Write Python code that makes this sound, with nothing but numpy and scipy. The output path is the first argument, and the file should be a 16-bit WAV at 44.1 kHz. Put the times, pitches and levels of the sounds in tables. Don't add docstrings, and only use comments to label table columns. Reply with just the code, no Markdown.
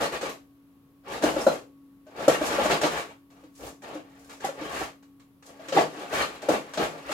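import sys
import numpy as np
from scipy import signal
from scipy.fft import rfft, irfft
from scipy.io import wavfile
from scipy.ndimage import uniform_filter1d

SR = 44100
rng = np.random.default_rng(int(sys.argv[2]) if len(sys.argv) > 2 else 0)


def put_to_file(sound):
    columns = np.atleast_2d(sound).T
    safe = np.clip(columns, -1, 1)
    whole_steps = np.round(safe * 32767)
    wavfile.write(sys.argv[1], SR, whole_steps.astype(np.int16))


N = 314424
T = np.arange(N) / SR

# start in seconds, panel level in dB, panel pitch in Hz, flex of the
# broad face in dB, jolt of the whole box (its boom and clatter) in dB, and an unused number.
LANDINGS = [(.229, -27.5, 516, -40, -42, -45), (1.236, -14.5, 588, -16, -37, -31),
            (1.362, -20, 556, -26.5, -39.5, -29), (1.466, -6.5, 563, -21, -40, -22),
            (2.066, -47.5, 615, -66, -71, -62), (2.2, -33.5, 552.7, -44, -52, -34),
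            (2.279, -5, 539, -15.5, -27, -21), (2.412, -20, 633.7, -25, -54, -29),
            (2.524, -40, 560, -33.5, -47, -35), (2.584, -19, 541, -40, -52, -29),
            (2.654, -17.5, 598.8, -29, -34, -27), (2.715, -32, 439, -40, -29, -49),
            (2.832, -17.5, 623, -29, -27, -28), (2.842, -20.5, 596, -24, -34.5, -31),
            (3.434, -52, 500, -51, -62.5, -62), (3.627, -45, 509.7, -46.5, -48.5, -47),
            (3.951, -37, 520, -34.5, -54, -35), (4.443, -21.5, 780, -54, -66, -37),
            (4.486, -30, 552.5, -52, -50, -54), (4.611, -40, 520, -34.5, -45, -34),
            (4.81, -26, 745, -39.5, -51.5, -19), (5.594, -41, 644, -56, -54.5, -53),
            (5.681, -43, 537.2, -46, -46, -39), (5.722, -22.5, 540.8, -40, -32.5, -25),
            (5.773, -10, 790.5, -22.5, -31.5, -18), (5.782, -10.5, 686, -29, -35, -17),
            (5.968, -45, 523, -42, -49.5, -50), (6.128, -22.5, 646, -32.5, -36, -29),
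            (6.427, -35, 623, -52, -64, -50.5), (6.486, -13, 559.5, -25, -39.5, -15),
            (6.499, -15.5, 438.2, -26, -39, -21), (6.773, -21, 635.2, -36, -33, -33),
            (6.799, -18.5, 450, -27, -57, -28), (7.092, -30.5, 589.5, -41, -54, -31)]
# frequency in Hz, level in dB.
CARDBOARD_TONE = [(60, -43), (120, -12), (165, -8.5), (230, -2), (300, -4), (430, -0.5), (570, 2),
                  (780, -2.5), (1000, -12), (1600, -23.5), (4000, -62.5)]
BAG_TONE = [(1500, -7), (4000, -4.5), (6000, 3), (7400, 5.5), (8500, 1), (11500, 1), (14000, -5.5),
            (16000, -21.5)]


def knocks():
    box_hz, face_hz = 156, 305
    overtone_ratio, overtone_db = 2.5, -15.5
    thuds = np.zeros(N)
    t = T[:SR // 5]
    attack = 1 - np.exp(-t / .001)
    boom = np.sin(2 * np.pi * box_hz * t) * np.exp(-t / 0.046) * (1 - np.exp(-t / 0.017))
    for start, panel_db, hz, flex_db, jolt_db, _ in LANDINGS:
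        ring_s = .006 * 2 ** (-panel_db / 25)
        phase = 2 * np.pi * hz * t
        modes = np.sin(phase) + undb(overtone_db) * np.sin(overtone_ratio * phase)
        swing = modes * np.exp(-(t / ring_s) ** 4) * attack
        flex = np.sin(2 * np.pi * face_hz * t) * np.exp(-(t / (1.4 * ring_s)) ** 2) * attack
        add(thuds, start, swing * undb(panel_db) + flex * undb(flex_db) + boom * undb(jolt_db))
    return signal.sosfilt(signal.butter(2, 110, "high", fs=SR, output="sos"), thuds)


def clatter():
    # start in seconds, level in dB.
    ticks = [(.2106, -36), (1.2228, -32), (2.066, -60), (2.7074, -28.5), (2.8124, -28.5), (3.3012, -61),
             (3.8196, -49.5), (4.2942, -48.5), (4.4014, -44.5), (5.0248, -58.5), (5.196, -56.5),
             (5.4241, -54), (5.6828, -36), (6.4189, -41.5), (6.735, -35.5), (7.115, -29.5)]
    bag_snaps = [(.294, -34), (1.238, -23), (1.41, -33), (1.467, -23), (2.28, -18), (4.447, -28.5),
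                 (6.487, -26.5)]
    # frequency in Hz, level in dB.
    jolt_tone = [(80, -12), (160, -14), (300, -4.5), (700, -9), (1300, 4), (2000, 1), (2800, 3), (4000, 0),
                 (7200, -3.5), (9000, -13.5), (12000, -12.5), (16000, -38.5)]
    tick_tone = [(150, -17), (600, 5), (1500, 1.5), (3000, -4.5), (5000, -6), (7500, -1.5), (9000, -9),
                 (16000, -18.5)]
    jolts = colour(showers([(row[0], row[4]) for row in LANDINGS], decay_s=.009), jolt_tone)
    singles = colour(showers(ticks, decay_s=0.01), tick_tone)
    snaps = colour(showers(bag_snaps, decay_s=0.0017), BAG_TONE)
    bumps = colour(showers([row[:2] for row in LANDINGS], decay_s=0.014), CARDBOARD_TONE)
    return jolts + bumps * undb(-12.5) + singles + snaps


def showers(events, decay_s):
    track = np.zeros(N)
    t = T[:SR // 8]
    attack = 1 - np.exp(-t / 0.00067)
    envelope = attack * (np.exp(-t / decay_s) + 0.12 * np.exp(-t / 0.0053))
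    for start, db in events:
        add(track, start, clicks(len(t), 3000, spread_db=5.0) * envelope * undb(db))
    return track


def sliding(rustle, drumming, crinkle, heap_count):
    # frequency in Hz, level in dB.
    rustle_tone = [(100, -35), (400, 8.5), (800, 3.5), (1300, 1), (1800, -0.5), (2700, -3), (3500, -8),
                   (5000, -12.5), (7500, -31), (15000, -26)]
    rate = (250 + 1800 * np.sqrt(rustle / rustle.max())) / heap_count
    parts = colour(clicks(N, rate, spread_db=1.5), rustle_tone) * rustle * undb(-4)
    card = colour(clicks(N, rate / 2, spread_db=2.0), CARDBOARD_TONE) * drumming * undb(-2.0)
    bags = colour(clicks(N, 2 * rate, spread_db=6.5), BAG_TONE) * crinkle * undb(-3.5)
    return (parts + card + bags) * np.sqrt(rate.mean() / rate)


def motion():
    # start, time speeding up and time running in seconds,
    # rustle in dB, drumming on the panels in dB.
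    slides = [(-.025, 0.033, 0.042, -30.5, -31.5), (.095, 0.034, 0.025, -36, -38),
              (.19, 0.029, 0.076, -38.5, -37.5), (1.015, 0.12, 0.027, -38, -36.5),
              (1.19, 0.039, 0.061, -32.5, -30), (1.31, 0.031, 0.081, -39, -33.5),
              (1.44, .03, 0.081, -43, -38.5), (2.04, 0.033, 0.054, -61.5, -56.5),
              (2.12, 0.074, 0.053, -38, -36), (2.265, 0.027, 0.055, -31, -35.5),
              (2.36, .06, 0.14, -33, -34.5), (2.55, 0.045, 0.064, -32, -31.5),
              (2.66, 0.044, 0.043, -28, -26), (2.79, .04, .03, -29, -28), (2.88, 0.027, 0.086, -35, -40.5),
              (3.01, 0.021, 0.071, -54, -54), (3.29, .03, 0.14, -64, -62), (3.56, 0.047, 0.082, -53, -47),
              (3.8, .04, 0.13, -48, -44.5), (4.02, .02, .38, -63, -63.5), (4.28, 0.021, 0.011, -47.5, -49),
              (4.39, 0.058, .015, -37, -40.5), (4.5, 0.097, 0.066, -43, -42.5), (4.62, .11, .1, -36.5, -41),
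              (5.42, .05, .1, -59, -55), (5.56, .05, 1.52, -53, -55), (5.7, .055, 0.055, -31, -26),
              (5.88, 0.075, 0.15, -46.5, -47.5), (6.08, .06, .085, -29.5, -36),
              (6.26, 0.028, .07, -46.5, -48), (6.4, .04, 0.034, -46, -43),
              (6.475, 0.019, 0.053, -32.5, -29.5), (6.73, 0.074, .035, -31.5, -29.5),
              (6.88, 0.028, .07, -51.5, -47), (6.98, 0.15, .02, -34.5, -42)]
    # the same three times, hiss in dB, rumble in dB.
    brushes = [(1.2, 0.038, .3, -45.5, -53), (2.42, 0.036, 0.0077, -35.5, -62),
               (3.47, 0.17, 0.05, -51, -49), (4.14, 0.052, 0.18, -59.5, -65), (4.7, 0.079, 0.077, -54, -53),
               (5.42, 0.032, 0.019, -54.5, -84.5), (6.11, 0.028, 0.039, -51, -45),
               (6.49, 0.026, .01, -65, -44), (6.78, 0.029, .02, -63, -45.5)]
    rustle, drumming = strokes(slides)
    hiss, rumble = strokes(brushes)
    crinkle = np.hypot(rustle * undb(-8.5), hiss)
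    handling = np.hypot(rustle * undb(-18), rumble)
    jerks_db = 1.2 * wander(45)
    return np.array([rustle, drumming, crinkle, handling]) * undb(jerks_db)


def strokes(moves):
    stop_s, straggler_s, straggler_share = .02, .06, undb(-20)
    power = np.full((2, N), 1e-12)
    for start, rise, run, *levels in moves:
        t = np.arange(max(-start, 0), rise + run + .5, 1 / SR)
        speed = np.clip(t / max(rise, 1 / SR), 0, 1)
        after = np.maximum(t - rise - run, 0)
        stopping = (1 - straggler_share) * np.exp(-after / stop_s)
        rolling_on = straggler_share * np.exp(-after / straggler_s)
        shape = speed ** 2 * (stopping + rolling_on)
        for track, db in zip(power, levels):
            add(track, start, (undb(db) * shape) ** 2)
    return np.sqrt(power)


def loose_parts(rustle, count=1100):
    track = np.zeros(N)
    t = T[:SR // 25]
    for when, pitch, softness in rng.random((count, 3)):
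        hz = 700 * 11 ** pitch
        ring = np.sin(2 * np.pi * hz * t) * np.exp(-t * np.sqrt(hz) / .28)
        add(track, when * T[-1], ring * rustle[int(when * N)] * undb(-9 * pitch - 12 * softness))
    return track * undb(-2)


def pings():
    # start in seconds, pitch in Hz, level in dB, seconds to fade by 60 dB.
    hard_pieces = [(.294, 11650, -45, .03), (.294, 14300, -48, .03), (1.41, 5430, -38, .025),
                   (1.41, 8610, -42, .025), (1.468, 4050, -37, .04)]
    rings = np.zeros(N)
    t = T[:SR // 6]
    for start, hz, db, fade_s in hard_pieces:
        add(rings, start, np.sin(2 * np.pi * hz * t) * undb(db - 60 * t / fade_s))
    return rings


def hands(handling):
    # frequency in Hz, level in dB.
    palm_tone = [(20, -34), (40, -14.5), (60, 8), (85, -8.5), (130, -6.5), (260, -26.0)]
    return np.array([colour(side, palm_tone) for side in diffuse(N, spacing_m=0.2)]) * handling


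def room(x, echo_db, right_delay):
    direct = x - .6 * signal.sosfilt(signal.butter(1, 1500, "high", fs=SR, output="sos"), x)
    stereo = np.array([direct, np.pad(direct, (right_delay, 0))[:N]])
    echoes = signal.oaconvolve(x[None], reflections(), axes=1)[:, :N]
    return stereo + echoes * undb(echo_db)


def reflections(size=22000):
    # frequency in Hz, seconds to fade by 60 dB.
    fade_times = [(100, 0.19), (300, 0.35), (700, 0.22), (2000, 0.22), (5000, 0.25), (15000, 0.25)]
    # pitch in Hz, width in Hz, level against the rest in dB.
    resonances = [(157, 12, 9), (287, 38, 4), (316, 3.3, 3.5), (535, 7, -1), (1125, 33, 5.5), (1330, 15, 5),
                  (2140, 32, 1.5), (3100, 59, 0.5)]
    t, hz = T[:size], np.fft.rfftfreq(size, 1 / SR)
    noise_spectrum = rfft(diffuse(size, spacing_m=0.17))
    centres = np.log([f for f, _ in fade_times])
    tail = 0
    for share, (_, fade_s) in zip(np.eye(len(centres)), fade_times):
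        band = irfft(noise_spectrum * np.interp(np.log(hz + 1), centres, share))
        tail = tail + band * undb(-60 * t / fade_s)
    tail = tail * np.clip(t / 0.00076, 0, 1)
    tail = tail * (1 + .5 * np.exp(-t / 0.005))
    tail = tail / np.sqrt(np.sum(tail ** 2) / 2)
    ringing = 1 + sum((undb(db) - 1) / (1 + 2j * (hz - f) / width) for f, width, db in resonances)
    tone = tone_gain([(60, 2.5), (150, -5), (500, 0.0), (1200, 7), (4000, 7.5), (12000, -1.5)], hz)
    fade_out = np.clip(2 - 2.2 * t / t[-1], 0, 1)
    return irfft(rfft(tail) * ringing * tone) * fade_out


def computer():
    # frequency in Hz, level in dB.
    hum = [(123.8, -77), (183, -73), (278, -55.5), (317.6, -75), (1114, -76), (9938, -99)]
    air_tone = [(20, -16.5), (50, -4.5), (120, 1), (190, 0.5), (330, -3.5), (480, -8.5), (650, -15.5),
                (1200, -14.5), (1500, -20), (2800, -23), (6000, -30.5), (8500, -31), (12000, -23.5),
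                (15500, -27)]
    # time in seconds, change of level in dB.
    hum_swell = [(0, -2), (.9, -3), (1.7, 1), (1.85, 2), (2.05, -2.5), (3.3, -2), (4.2, 2), (5.15, -1.5),
                 (5.35, -7.5), (5.6, 2.5), (6.4, 0), (7.13, 1.5)]
    swell = undb(np.interp(T, *np.transpose(hum_swell)))
    tones = 0
    for hz, db in hum:
        phase = 2 * np.pi * np.cumsum(hz + 1.4 * wander(21)) / SR
        tones = tones + np.sqrt(2) * np.sin(phase) * undb(db + wander(4.8))
    air = np.array([colour(side, air_tone) for side in diffuse(N, spacing_m=0.12)])
    return tones * swell + air * undb(-62.5)


def clicks(n, rate, spread_db):
    track = np.full(n, 1e-9)
    hits = np.flatnonzero(rng.random(n) < rate / SR)
    signs = rng.choice([-1, 1], len(hits))
    track[hits] = signs * undb(spread_db * np.minimum(rng.exponential(size=len(hits)), 4))
    return unit(track)


def diffuse(n, spacing_m):
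    alike = .85 * np.sinc(2 * np.fft.rfftfreq(n, 1 / SR) * spacing_m / 343)
    mid, side = rfft(rng.standard_normal((2, n))) * np.sqrt([(1 + alike) / 2, (1 - alike) / 2])
    return irfft([mid + side, mid - side], n)


def wander(rate):
    step = int(SR / rate)
    stairs = np.repeat(rng.standard_normal(N // step + 1), step)
    return unit(uniform_filter1d(stairs, step)[:N])


def colour(x, tone, size=2048):
    cepstrum = irfft(np.log(tone_gain(tone, np.fft.rfftfreq(size, 1 / SR))))
    cepstrum[1:size // 2] *= 2
    cepstrum[size // 2 + 1:] = 0
    response = irfft(np.exp(rfft(cepstrum)))
    return signal.oaconvolve(x, response / np.linalg.norm(response))[:len(x)]


def tone_gain(tone, hz):
    row_hz, row_db = np.transpose(tone)
    return undb(np.interp(np.log(hz + 1e-3), np.log(row_hz), row_db))


def add(track, start_s, sound):
    start = max(int(start_s * SR), 0)
    track[start:start + len(sound)] += sound[:N - start]


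def undb(db):
    return 10 ** (np.asarray(db) / 20)


def unit(x):
    return x / np.sqrt(np.mean(x ** 2))


def scene(heap_count=4):
    rustle, drumming, crinkle, handling = motion()
    heaps = 0
    for k in range(heap_count):
        heap = sliding(rustle, drumming, crinkle, heap_count) + clatter()
        heaps = heaps + room(heap, echo_db=0.5, right_delay=k) / np.sqrt(heap_count)
    pieces = room(loose_parts(rustle) + pings(), echo_db=5.5, right_delay=3)
    palms = hands(handling)
    thuds = room(knocks(), echo_db=-3, right_delay=2)
    lean_left = undb([[.7], [-.7]])
    return (thuds + heaps + pieces + palms + computer()) * lean_left


def record(dry):
    top_hz = 15800
    return signal.sosfilt(signal.ellip(10, .2, 80, top_hz, fs=SR, output="sos"), dry)


dry = scene()
out = record(dry)
put_to_file(out)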